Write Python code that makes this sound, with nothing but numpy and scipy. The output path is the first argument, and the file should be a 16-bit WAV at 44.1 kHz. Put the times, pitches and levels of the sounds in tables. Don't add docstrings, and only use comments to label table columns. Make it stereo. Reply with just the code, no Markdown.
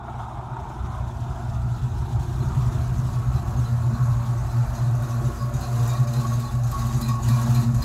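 import sys
import numpy as np
from scipy import signal
from scipy.fft import rfft, irfft, next_fast_len
from scipy.io import wavfile
from scipy.ndimage import uniform_filter1d

SR = 44100
rng = np.random.default_rng(int(sys.argv[2]) if len(sys.argv) > 2 else 0)


def master(y):
    cut = np.clip(np.atleast_2d(y).T, -1, 1)
    pcm = np.round(cut * 32767)
    wavfile.write(sys.argv[1], SR, pcm.astype(np.int16))


N = 345744
T = np.arange(N) / SR


def amp(db):
    return 10 ** (np.asarray(db) / 20)


def evened(x):
    return x / np.sqrt(np.mean(x ** 2) + 1e-20)


def steadied(x, size):
    return x / np.sqrt(uniform_filter1d(x ** 2, size=size) + 0.25)


def read(points, hz):
    table_hz, value = np.transpose(points)
    return np.interp(np.log(hz + 1), np.log(table_hz + 1), value)


def curves(rows, t=T):
    s, *columns = np.transpose(rows)
    return [np.interp(t, s, column) for column in columns]


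def resonate(x, hz, width):
    band = [hz - width / 2, hz + width / 2]
    return evened(signal.sosfilt(signal.butter(2, band, "band", fs=SR, output="sos"), x))


def clicks(turns):
    return np.flatnonzero(np.diff(np.floor(turns)) > 0)


def marks(s, size):
    out = np.zeros(N)
    out[np.clip((np.asarray(s) * SR).astype(int), 0, N - 1)] = size
    return out


def dying(x, seconds):
    return signal.lfilter([1], [1, -np.exp(-1 / (seconds * SR))], x)


def bumps(s, size, length_s):
    return signal.oaconvolve(marks(s, size), np.hanning(int(length_s * SR)) ** 2, "same")


def swells(rows, order=2):
    gain = 0
    for s, db, length in rows:
        phase = np.clip((T - s) / length, -.5, .5)
        gain = gain + amp(db) * abs(np.cos(np.pi * phase)) ** order
    return gain


def wander(db, seconds):
    size = int(seconds * 1000)
    drift = rng.standard_normal(8000)
    drift = uniform_filter1d(uniform_filter1d(drift, size), size)
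    return amp(db * np.interp(T, np.arange(8000) / 1000, evened(drift)))


# start_s, side (0 front and far - 1 side and near)
SIDE_TURN = [(0, 0), (1.5, 0.41), (3.5, 0.86), (5.5, 0.96), (7.84, 1)]
# pitch_hz, likeness (0 unrelated - 1 identical)
PORT_LIKENESS = [(60, 0.69), (110, 0.82), (200, 0.87), (380, 0.95), (700, 0.88), (1290, 0.91), (2380, 0.41),
                 (4400, 0.21), (8120, 0.041), (15000, 0.58)]


def noise(far, near, patchy_db, streak_db=0, same=None, size=1024):
    hop = size // 4
    frames, hz = N // hop + 5, np.fft.rfftfreq(size, 1 / SR)
    a, b, c, d, patches, streaks = rng.standard_normal((frames, len(hz), 6)).T
    streaks = evened(uniform_filter1d(uniform_filter1d(streaks, size=2, axis=0), size=24, axis=1))
    patches = evened(uniform_filter1d(uniform_filter1d(patches, size=8, axis=0), size=8, axis=1))
    side = np.clip(curves(SIDE_TURN, np.arange(frames) * hop / SR)[0], 0, 1)
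    shape = amp(read(far, hz)[:, None] * (1 - side) + read(near, hz)[:, None] * side)
    shape /= np.sqrt((shape ** 2).mean(0))
    alike = np.clip(read(PORT_LIKENESS, hz)[:, None] if same is None else same, -1, 1)
    left = a + 1j * b
    right = alike * left + np.sqrt(1 - alike ** 2) * (c + 1j * d)
    spectrum = np.array([left, right]) * shape * amp(patchy_db * patches + streak_db * streaks)
    return evened(signal.istft(spectrum, nperseg=size, noverlap=size - hop)[1][:, :N])


# start_s, beat_hz (valve beats, twice the crank speed)
ENGINE_SPEED = [(0.0, 33), (0.4, 31), (1.85, 32.5), (2.09, 27.8), (2.66, 34.5), (3.25, 34.5), (4.0, 33.5),
                (4.61, 25.6), (5.42, 29.3), (6.25, 30), (6.55, 26.4), (7.18, 26.6), (7.4, 31.7),
                (7.84, 24.1)]


def valve_beats():
    return np.cumsum(curves(ENGINE_SPEED)[0]) / SR


FIRING_STRENGTH = [-6.5, 1, -11.5, -0.5, 2, -10, -5, 4.5]


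def firings(beats):
    at = clicks(2 * beats)
    chance = rng.standard_normal((len(at), 2))
    pulses = np.zeros(N)
    late = (25 * abs(chance[:, 1])).astype(int)
    strength_db = np.resize(FIRING_STRENGTH, len(at)) + 4.6 * chance[:, 0]
    pulses[np.minimum(at + late, N - 1)] = amp(strength_db)
    return pulses


# start_s, second_mode_db, steady_thud_db, fan_db, valve_train_db
ROLL_UP = [(0, -38.5, -27, -39.5, -58.5), (0.2, -43.5, -24, -37.5, -55.5), (0.45, -44.5, -35, -38, -58),
           (0.7, -44.5, -38, -38, -55.5), (1.2, -42, -49, -39.5, -53.5), (1.7, -42, -47, -42.5, -53),
           (2.3, -38.5, -26, -41.5, -50.5), (2.6, -37, -28.5, -40, -48), (3.3, -43.5, -52, -41.5, -49.5),
           (4.0, -34, -34, -40.5, -49), (4.7, -45, -28, -40, -48.5), (5.4, -38.5, -25, -41.5, -47),
           (5.9, -41, -22, -38.5, -43), (6.4, -38.5, -29, -41.5, -46), (7.0, -30, -21, -39.5, -43.5),
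           (7.35, -31, -24, -38, -40), (7.84, -27.5, -22, -39, -43)]
# centre_s, level_db, length_s
HUM_PULSES = [(0.11, -43, 0.079), (0.216, -36, 0.23), (0.533, -28.5, 0.065), (0.608, -36, 0.088),
              (0.704, -33, 0.065), (0.776, -32, 0.086), (0.9, -32.5, 0.17), (1.04, -32, 0.11),
              (1.144, -33, 0.095), (1.219, -24, 0.08), (1.3, -26.5, 0.069), (1.474, -28.5, 0.26),
              (1.564, -25, 0.072), (1.688, -24.5, 0.22), (1.851, -22, 0.069), (1.93, -27, 0.105),
              (2.028, -27.0, 0.068), (2.145, -21.5, 0.089), (2.226, -27.5, 0.089), (2.299, -28, 0.078),
              (2.36, -24.0, 0.054), (2.412, -20.5, 0.072), (2.475, -21.5, 0.075), (2.582, -17, 0.054),
              (2.661, -21, 0.12), (2.758, -22.5, 0.077), (2.836, -22.5, 0.1), (2.914, -18, 0.078),
              (2.996, -20.5, 0.045), (3.055, -23, 0.089), (3.182, -21.0, 0.17), (3.285, -20, 0.073),
              (3.355, -24, 0.071), (3.393, -29, 0.11), (3.491, -23.5, 0.069), (3.605, -20, 0.15),
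              (3.754, -21, 0.18), (3.884, -20, 0.16), (4.022, -22, 0.1), (4.13, -19.5, 0.28),
              (4.309, -24.5, 0.099), (4.4, -23.5, 0.27), (4.589, -18.5, 0.16), (4.722, -26, 0.11),
              (4.879, -19.0, 0.23), (5.008, -23.5, 0.15), (5.154, -21.0, 0.17), (5.268, -20, 0.068),
              (5.449, -23, 0.15), (5.56, -21, 0.061), (5.619, -29, 0.062), (5.832, -19.5, 0.38),
              (6.015, -16.5, 0.067), (6.101, -24.0, 0.13), (6.18, -22, 0.075), (6.336, -22.0, 0.36),
              (6.552, -21, 0.089), (6.652, -20.5, 0.18), (6.85, -24.0, 0.2), (6.963, -20, 0.071),
              (7.034, -24.0, 0.059), (7.126, -19.5, 0.16), (7.315, -16.5, 0.22), (7.437, -19.5, 0.086),
              (7.515, -15, 0.072), (7.591, -17.5, 0.11), (7.689, -17.5, 0.085), (7.769, -18.5, 0.088)]
NOTE_HZ, HURRY_CYCLES = 116.3, .55
TWIN_SHARE = 0.34


def lowest_mode(drive):
    s, _, length = np.transpose(HUM_PULSES)
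    note_hz = np.interp(T, s, NOTE_HZ + HURRY_CYCLES / length)
    waver = .038 * resonate(rng.standard_normal(N), 9, 12)
    tone = np.sqrt(2) * np.sin(2 * np.pi * (np.cumsum(note_hz) / SR + waver))
    twin = steadied(resonate(drive, 130.4, 12.46), size=5000)
    level = np.hypot(swells(HUM_PULSES, order=1), amp(-40.5))
    return evened(tone + TWIN_SHARE * twin) * level


# centre_s, level_db, length_s
SECOND_THROBS = [(2.727, -55, 0.077), (2.804, -41, 0.085), (2.9, -49, 0.088), (2.988, -36.5, 0.082),
                 (3.111, -45, 0.089), (3.277, -42, 0.08), (3.431, -41, 0.063), (3.541, -41, 0.073),
                 (3.601, -38, 0.11), (3.72, -36.0, 0.071), (3.937, -30.5, 0.09), (4.268, -44, 0.18),
                 (4.568, -41.0, 0.12), (4.768, -40.5, 0.58), (5.049, -42.5, 0.19), (5.154, -37.5, 0.12),
                 (5.261, -38, 0.16), (5.432, -36, 0.13), (5.54, -43, 0.079), (5.617, -38.5, 0.1),
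                 (5.789, -42, 0.43), (5.993, -36.5, 0.13), (6.067, -41, 0.065), (6.227, -34.5, 0.43),
                 (6.404, -40, 0.21), (6.539, -38, 0.07), (6.85, -38, 0.13), (7.031, -33.5, 0.13),
                 (7.109, -43, 0.062), (7.303, -28, 0.061), (7.384, -35, 0.073), (7.475, -30.5, 0.13),
                 (7.644, -31, 0.27)]


def second_mode(drive):
    throb = amp(curves(ROLL_UP)[0] - 4.5) * wander(2.26, 0.021) + swells(SECOND_THROBS)
    aside = 0.024 * throb * resonate(rng.standard_normal(N), 244.0, 24.0)
    pair = resonate(drive, 229.7, 15.0) + 0.35 * resonate(drive, 215.3, 9.1)
    return throb * steadied(pair, size=1200), aside


# pitch_hz, width_hz
UPPER_MODES = [(350, 70), (468, 17), (585, 20), (705, 17)]
# far_db, near_db
UPPER_LEVELS = [(-53, -49.5), (-67, -53.5), (-73, -48), (-60, -48.5)]
# start_s, broad_mode_db, three_thin_modes_db
UPPER_SWELLS = [(0, -5, 2.5), (2.1, 2.5, -3), (2.5, 7.5, -2), (3.4, -2, -2), (4.2, -11.5, -2),
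                (5.2, 3.5, -1), (5.9, 3.5, 3), (6.4, 3.5, -3.5), (6.7, -13, -5), (7.1, 6, -5),
                (7.47, -11, -0.5), (7.84, -7, -1)]


def upper_modes(drive):
    side = curves(SIDE_TURN)[0]
    broad_db, thin_db = curves(UPPER_SWELLS)
    out = np.zeros(N)
    for (hz, width), (far_db, near_db), swell_db in zip(UPPER_MODES, UPPER_LEVELS, [broad_db] + 3 * [thin_db]):
        level = amp(far_db + (near_db - far_db) * side + swell_db) * wander(3.14, 0.078)
        out += level * steadied(resonate(drive, hz, width), size=4000)
    return out


# beat_multiple, level_db
THUD_ORDERS = [(1, 4), (2, 2), (3, -2), (6, -15)]
# centre_s, level_db, length_s
LOW_THUDS = [(0.619, -29, 0.085), (0.834, -23.5, 0.13), (1.003, -26, 0.27), (1.164, -29, 0.12),
             (1.596, -25, 0.35), (1.756, -29, 0.096), (1.933, -25, 0.15), (2.178, -26, 0.13),
             (2.307, -30, 0.22), (2.471, -25, 0.11), (2.659, -27, 0.18), (2.847, -27, 0.11),
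             (2.989, -25, 0.086), (3.109, -27, 0.21), (3.33, -21, 0.11), (3.402, -24.5, 0.11),
             (3.559, -24, 0.12), (3.66, -30, 0.17), (3.794, -37, 0.13), (3.952, -24.5, 0.17),
             (4.184, -40, 0.072), (4.253, -36.0, 0.09), (4.457, -26, 0.19), (4.696, -21, 0.15),
             (4.79, -32, 0.1), (5.001, -32, 0.18), (5.286, -30, 0.35), (5.582, -28.5, 0.21),
             (5.85, -44, 0.21), (6.107, -49, 0.13), (6.192, -36, 0.099), (6.277, -35, 0.082),
             (6.355, -32, 0.11), (6.532, -30, 0.24), (6.781, -26, 0.34), (6.985, -34, 0.3),
             (7.252, -27, 0.18), (7.506, -36, 0.35), (7.803, -22, 0.16)]


def engine_thud(beats):
    stumble = .06 * resonate(rng.standard_normal(N), 4, 6)
    orders = np.zeros(N)
    for multiple, db in THUD_ORDERS:
        orders += amp(db) * np.sin(2 * np.pi * (multiple * (beats + stumble) + rng.random()))
    return evened(np.sqrt(2) * orders) * (amp(curves(ROLL_UP)[1] - 10.5) + swells(LOW_THUDS))


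def exhaust(beats, pulses):
    drive = evened(pulses - pulses.mean()) + 1.8 * rng.standard_normal(N)
    second, aside = second_mode(drive)
    note = lowest_mode(drive) + second + upper_modes(drive) + engine_thud(beats)
    return np.array([note + aside, note - aside])


LULL_S, LULL_AT_S, LULL_WIDTH_S = .555, 7.17, 0.32
LULL_FROM_S = 2.8
LULL_RATTLE_DB, LULL_FAN_DB = -7.5, -4.5


def lulls():
    s = LULL_AT_S + LULL_S * np.arange(-7, 2)
    depth = np.clip((s - LULL_FROM_S) / (T[-1] - LULL_FROM_S), 0, 1) ** 1.16
    return bumps(s, depth, LULL_WIDTH_S)


# pitch_hz, density_db (per Hz)
FAN_FRONT = [(150, -49), (250, -20), (377, 1), (511, -63), (564, -13), (686, 1), (938, 4), (1120, -6),
             (1360, -4.5), (1710, -20.5), (2020, -24.5), (2600, -27), (3380, -70), (5720, -120)]
# pitch_hz, density_db (per Hz)
FAN_SIDE = [(150, -26), (250, -59), (356, 4), (516, -76), (581, -5.5), (771, -6.5), (1080, -7),
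            (1360, -8.5), (2600, -28), (3380, -48), (5720, -120)]
# start_s, rise_db (before smoothing)
ROAR_PUFFS = [(.082, 10), (0.142, 9), (.191, 5.5), (0.233, 3), (.314, 1), (.568, 6.5), (.7, 7.5),
              (1.009, 6), (2.47, 2), (2.549, 3), (2.63, 3.5), (4.64, 3), (5.27, 5), (6.32, 4), (7.46, 4)]
PUFF_S = 0.011
POP_HZ, POP_S, POP_DB = 870, 0.011, -7.5


def fan(pulses):
    shake = 7.2 + evened(signal.oaconvolve(pulses, np.exp(-T[:2000] / 0.037))[:N])
    s, db = np.transpose(ROAR_PUFFS)
    steady_db = curves(ROLL_UP)[2] + LULL_FAN_DB * lulls()
    level_db = steady_db + uniform_filter1d(dying(marks(s, db), PUFF_S), size=60)
    pop = np.exp(-T[:1500] / POP_S) * np.sin(2 * np.pi * POP_HZ * T[:1500])
    pops = amp(steady_db + POP_DB) * signal.oaconvolve(marks(s, amp(db)), pop)[:N]
    roar = noise(FAN_FRONT, FAN_SIDE, patchy_db=0.3, streak_db=2.5)
    return amp(level_db) * evened(shake) * roar + pops


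def valve_db():
    return curves(ROLL_UP)[3] + LULL_RATTLE_DB * lulls()


# pitch_hz, density_db (per Hz)
VALVES_START = [(1060, -29), (2010, -9), (2500, -9.5), (3590, 0), (4110, -10.5), (4670, -14), (5490, -9.5),
                (7900, -12), (9050, -17), (10300, -23), (10800, -16), (11500, -22.5), (15700, -30)]
# pitch_hz, density_db (per Hz)
VALVES_END = [(1060, -8), (1800, 1), (2040, -21), (2240, -16), (2450, 1.5), (3220, -4.5), (4000, 2),
              (5350, -1.5), (6830, 4), (8270, -2.5), (8970, -7), (11500, -3.5), (14500, -11.5),
              (15700, -15)]
# start_s, knock_db (relative),
# low_panel_db, high_panel_db (both relative to the knock)
ROCKING_KNOCKS = [(4.028, -44, -22, -6), (4.3759, -43.5, -26, -4), (4.515, -42, -9, -18),
                  (4.75, -43.5, -3.5, -1), (4.9508, -39, -19, -10), (5.0222, -32.5, -17, -33),
                  (5.0933, -38, -16, -14), (5.2415, -47, -25, -1), (5.538, -35.5, -11, -5),
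                  (5.609, -31, -19, -34), (5.7768, -39, -29, -5), (5.8758, -26.5, -17, -16),
                  (5.9476, -40, -1, -30), (6.0719, -38.5, -6, -3.5), (6.1347, -31, -10, -26),
                  (6.2686, -42.5, 1, 1), (6.3338, -35, -12, -20), (6.397, -30.5, -17, -29),
                  (6.478, -41, -24, -29), (6.635, -34, -17, -6), (6.714, -27, -21, -44),
                  (6.791, -30.5, -12, -15), (6.866, -30, -17, -15), (6.945, -44, -20, 3),
                  (7.012, -24, -14, -24), (7.085, -27.5, -11, -16), (7.2245, -40, -28, -4),
                  (7.2859, -25, -10.5, -31), (7.4147, -28, -18, -14), (7.547, -26.5, -9, -30),
                  (7.744, -33, -17, -7), (7.822, -27.5, -13, -29)]
TICK_LEAD_S, TICK_DB = 0.043, -26


def rattle(beats):
    at = clicks(beats)
    taps = np.zeros(N)
    taps[at] = amp(4.5 * np.clip(rng.standard_normal(len(at)), -2, 2))
    taps[at[::2]] *= amp(0.5)
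    beating = steadied(6.1 + dying(taps, 0.059), size=9000)
    s, db = np.transpose(ROCKING_KNOCKS)[:2]
    jolts = marks(s, amp(db - 16.0)) + marks(s - TICK_LEAD_S, amp(db + TICK_DB))
    hiss = noise(VALVES_START, VALVES_END, patchy_db=1.0, streak_db=2.0, size=256)
    edge = sum(resonate(rng.standard_normal(N), hz, 1600) for hz in (8000, 11300, 13800))
    crack = evened(edge) * uniform_filter1d(dying(jolts, 0.011), size=150)
    steady = amp(valve_db()) * beating * wander(1.1, 0.017)
    knocked = uniform_filter1d(dying(jolts, 0.021), size=150)
    return hiss * np.hypot(steady, knocked) + amp(2.5) * crack


# pitch_hz, level_db, width_hz
LOW_PANEL = [(1880, -4, 41.2), (2380, -7.5, 64), (2521, -9, 49.2), (3770, -2.5, 49.8), (4102, -2, 74),
             (4570, -4.5, 15), (5070, -2.5, 57)]
# pitch_hz, level_db, width_hz
HIGH_PANEL = [(5900, -4, 250), (6280, 0, 200), (6600, -1, 250), (6930, 0, 160), (8100, -4, 350),
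              (11300, -6, 350)]


def sheet_metal(beats):
    s, db, low_db, high_db = np.transpose(ROCKING_KNOCKS)
    at, out = clicks(beats), np.zeros((2, N))
    beat_kick = amp(valve_db()[at] - 23.5)
    for modes, panel_db in ((LOW_PANEL, low_db), (HIGH_PANEL, high_db)):
        for hz, mode_db, width in modes:
            kicks = np.zeros(N)
            kicks[at] = beat_kick * amp(5.0 * np.clip(rng.standard_normal(len(at)), -2, 1.5))
            knock_db = db + panel_db - 7.5 + 2.0 * rng.standard_normal(len(s))
            kicks[(s * SR).astype(int)] += amp(knock_db)
            buzz = uniform_filter1d(dying(kicks, 0.04), size=150)
            out += amp(mode_db) * buzz * resonate(rng.standard_normal((2, N)), hz, width)
    return out


# start_s, level_db, left_minus_right_db
WIND_LEVEL = [(0.0, -56, -3), (0.4, -46.5, -2), (0.87, -43, -5.5), (2, -40, 2), (2.6, -36.5, 3.5),
              (3.27, -38, 11), (3.7, -43.5, 6), (3.95, -38, 5), (4.2, -44, -5), (5.1, -57.5, -4),
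              (7.84, -67, 6)]
# pitch_hz, density_db (per Hz)
WIND_COLOUR = [(20, -43), (35, 3), (60, -0.5), (100, 0.5), (150, -8), (200, -13.5), (300, -24), (500, -43),
               (900, -120)]


def wind():
    lumps = uniform_filter1d(uniform_filter1d(rng.standard_normal((2, N)), size=2000), size=2000)
    db, lean_db = curves(WIND_LEVEL)
    level_db = db + 11.5 + 2.3 * evened(lumps) + lean_db * [[.5], [-.5]]
    return amp(level_db) * noise(WIND_COLOUR, WIND_COLOUR, patchy_db=2.0, same=0.3, size=2048)


# pitch_hz, width_hz, level_db
SHIELD_TONES = [(1107, 11.3, 7.5), (1140, 20, 0), (1075, 23, -10)]
# start_s, level_db
SHIELD_JOLTS = [(2.5, -46), (3.15, -48), (3.95, -41), (4.07, -53), (5.1, -36.5), (5.399, -35), (5.779, -44),
                (5.9, -40), (5.96, -40), (6.2, -30), (6.3, -41), (6.41, -39), (6.49, -47), (6.722, -27.5),
                (6.8, -39), (6.87, -50), (7.089, -28), (7.14, -42), (7.29, -32.5), (7.37, -39), (7.56, -43)]
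RING_RISE_S, RING_FADE_S = 0.0029, 0.045
MURMUR_DB = -51


def shield():
    shake = rng.standard_normal(N)
    ring = evened(sum(amp(db) * steadied(resonate(shake, hz, width), size=5000)
                      for hz, width, db in SHIELD_TONES))
    s, db = np.transpose(SHIELD_JOLTS)
    jolts = marks(s, amp(db))
    sing = dying(jolts, RING_FADE_S) - dying(jolts, RING_RISE_S)
    sing = uniform_filter1d(sing, size=1200, origin=300)
    murmur = amp(MURMUR_DB) * np.clip((T - 2.4) / 0.22, 0, 1)
    return ring * wander(1.6, 0.0069) * (sing + murmur)


# start_s, pitch_hz, level_db, length_s
BRIEF_TONES = [(2.403, 4130, -49, 0.041), (2.969, 6150, -49, 0.051), (3.351, 4070, -50, 0.073),
               (3.567, 6460, -47.5, 0.06), (3.641, 4080, -48, .05), (3.938, 4100, -50, 0.052),
               (4.2, 4130, -60, .05), (4.49, 4090, -53, 0.052), (4.6, 4120, -57, .05),
               (4.751, 4130, -53, 0.14), (5.027, 3780, -60, 0.064), (5.087, 6270, -50, .07),
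               (5.616, 4170, -43.5, 0.087), (5.71, 466, -40, 0.16), (5.881, 3790, -45, 0.12),
               (5.877, 7040, -41, 0.045), (6.161, 4100, -43, 0.08), (6.325, 6430, -41, 0.054),
               (6.447, 4090, -46, 0.051), (5.378, 4960, -49, 0.11), (5.888, 2370, -46, 0.062),
               (6.473, 3547, -47, 0.048), (7.055, 2450, -46, 0.048), (7.09, 5020, -47, 0.078),
               (7.307, 2380, -45, 0.11), (7.017, 4090, -39.5, 0.083), (7.224, 6810, -37, 0.03),
               (7.29, 3790, -52, .08), (7.545, 4180, -40, 0.044), (7.821, 4170, -36, 0.053),
               (7.819, 4960, -38, 0.057)]
TONE_WIDTH = 0.036


def brief_tones():
    out = np.zeros((2, N + SR))
    for s, hz, db, length in BRIEF_TONES:
        u = np.linspace(0, 1, int(length * SR))
        shake = rng.standard_normal(8000) + 0.61 * rng.standard_normal((2, 8000))
        tone = resonate(shake, hz, TONE_WIDTH * hz)
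        tone = tone / np.sqrt(uniform_filter1d(tone ** 2, size=600) + 1.04)
        envelope = amp(db) * np.sin(np.pi * u ** 0.55)
        out[:, int(s * SR):][:, :len(u)] += envelope * tone[:, -len(u):]
    return out[:, :N]


def scene():
    beats = valve_beats()
    pulses = firings(beats)
    car = exhaust(beats, pulses) + fan(pulses) + rattle(beats) + sheet_metal(beats) + brief_tones()
    return car + shield() * amp([[1.5], [-1.5]]) + wind()


# pitch_hz, left_minus_right_db
PORT_LEAN = [(60, 0), (330, 0.5), (640, 2), (1410, 2), (3100, -2.5), (6820, 0), (15000, -1)]
BASS_HZ, BASS_ORDER = 48, 5
EDGE_HZ = 15800


def record(dry):
    size = next_fast_len(N + 4096)
    hz = np.fft.rfftfreq(size, 1 / SR)
    lean = amp(read(PORT_LEAN, hz) / 2)
    bass = 1 / np.hypot(1, (BASS_HZ / (hz + 1)) ** BASS_ORDER)
    ports = irfft(rfft(dry, size) * bass * [lean, 1 / lean], size)[:, :N]
    low_pass = signal.firwin(1023, EDGE_HZ, window=("kaiser", 9), fs=SR)
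    return signal.oaconvolve(ports, low_pass[None], "same")


dry = scene()
out = record(dry)
master(out)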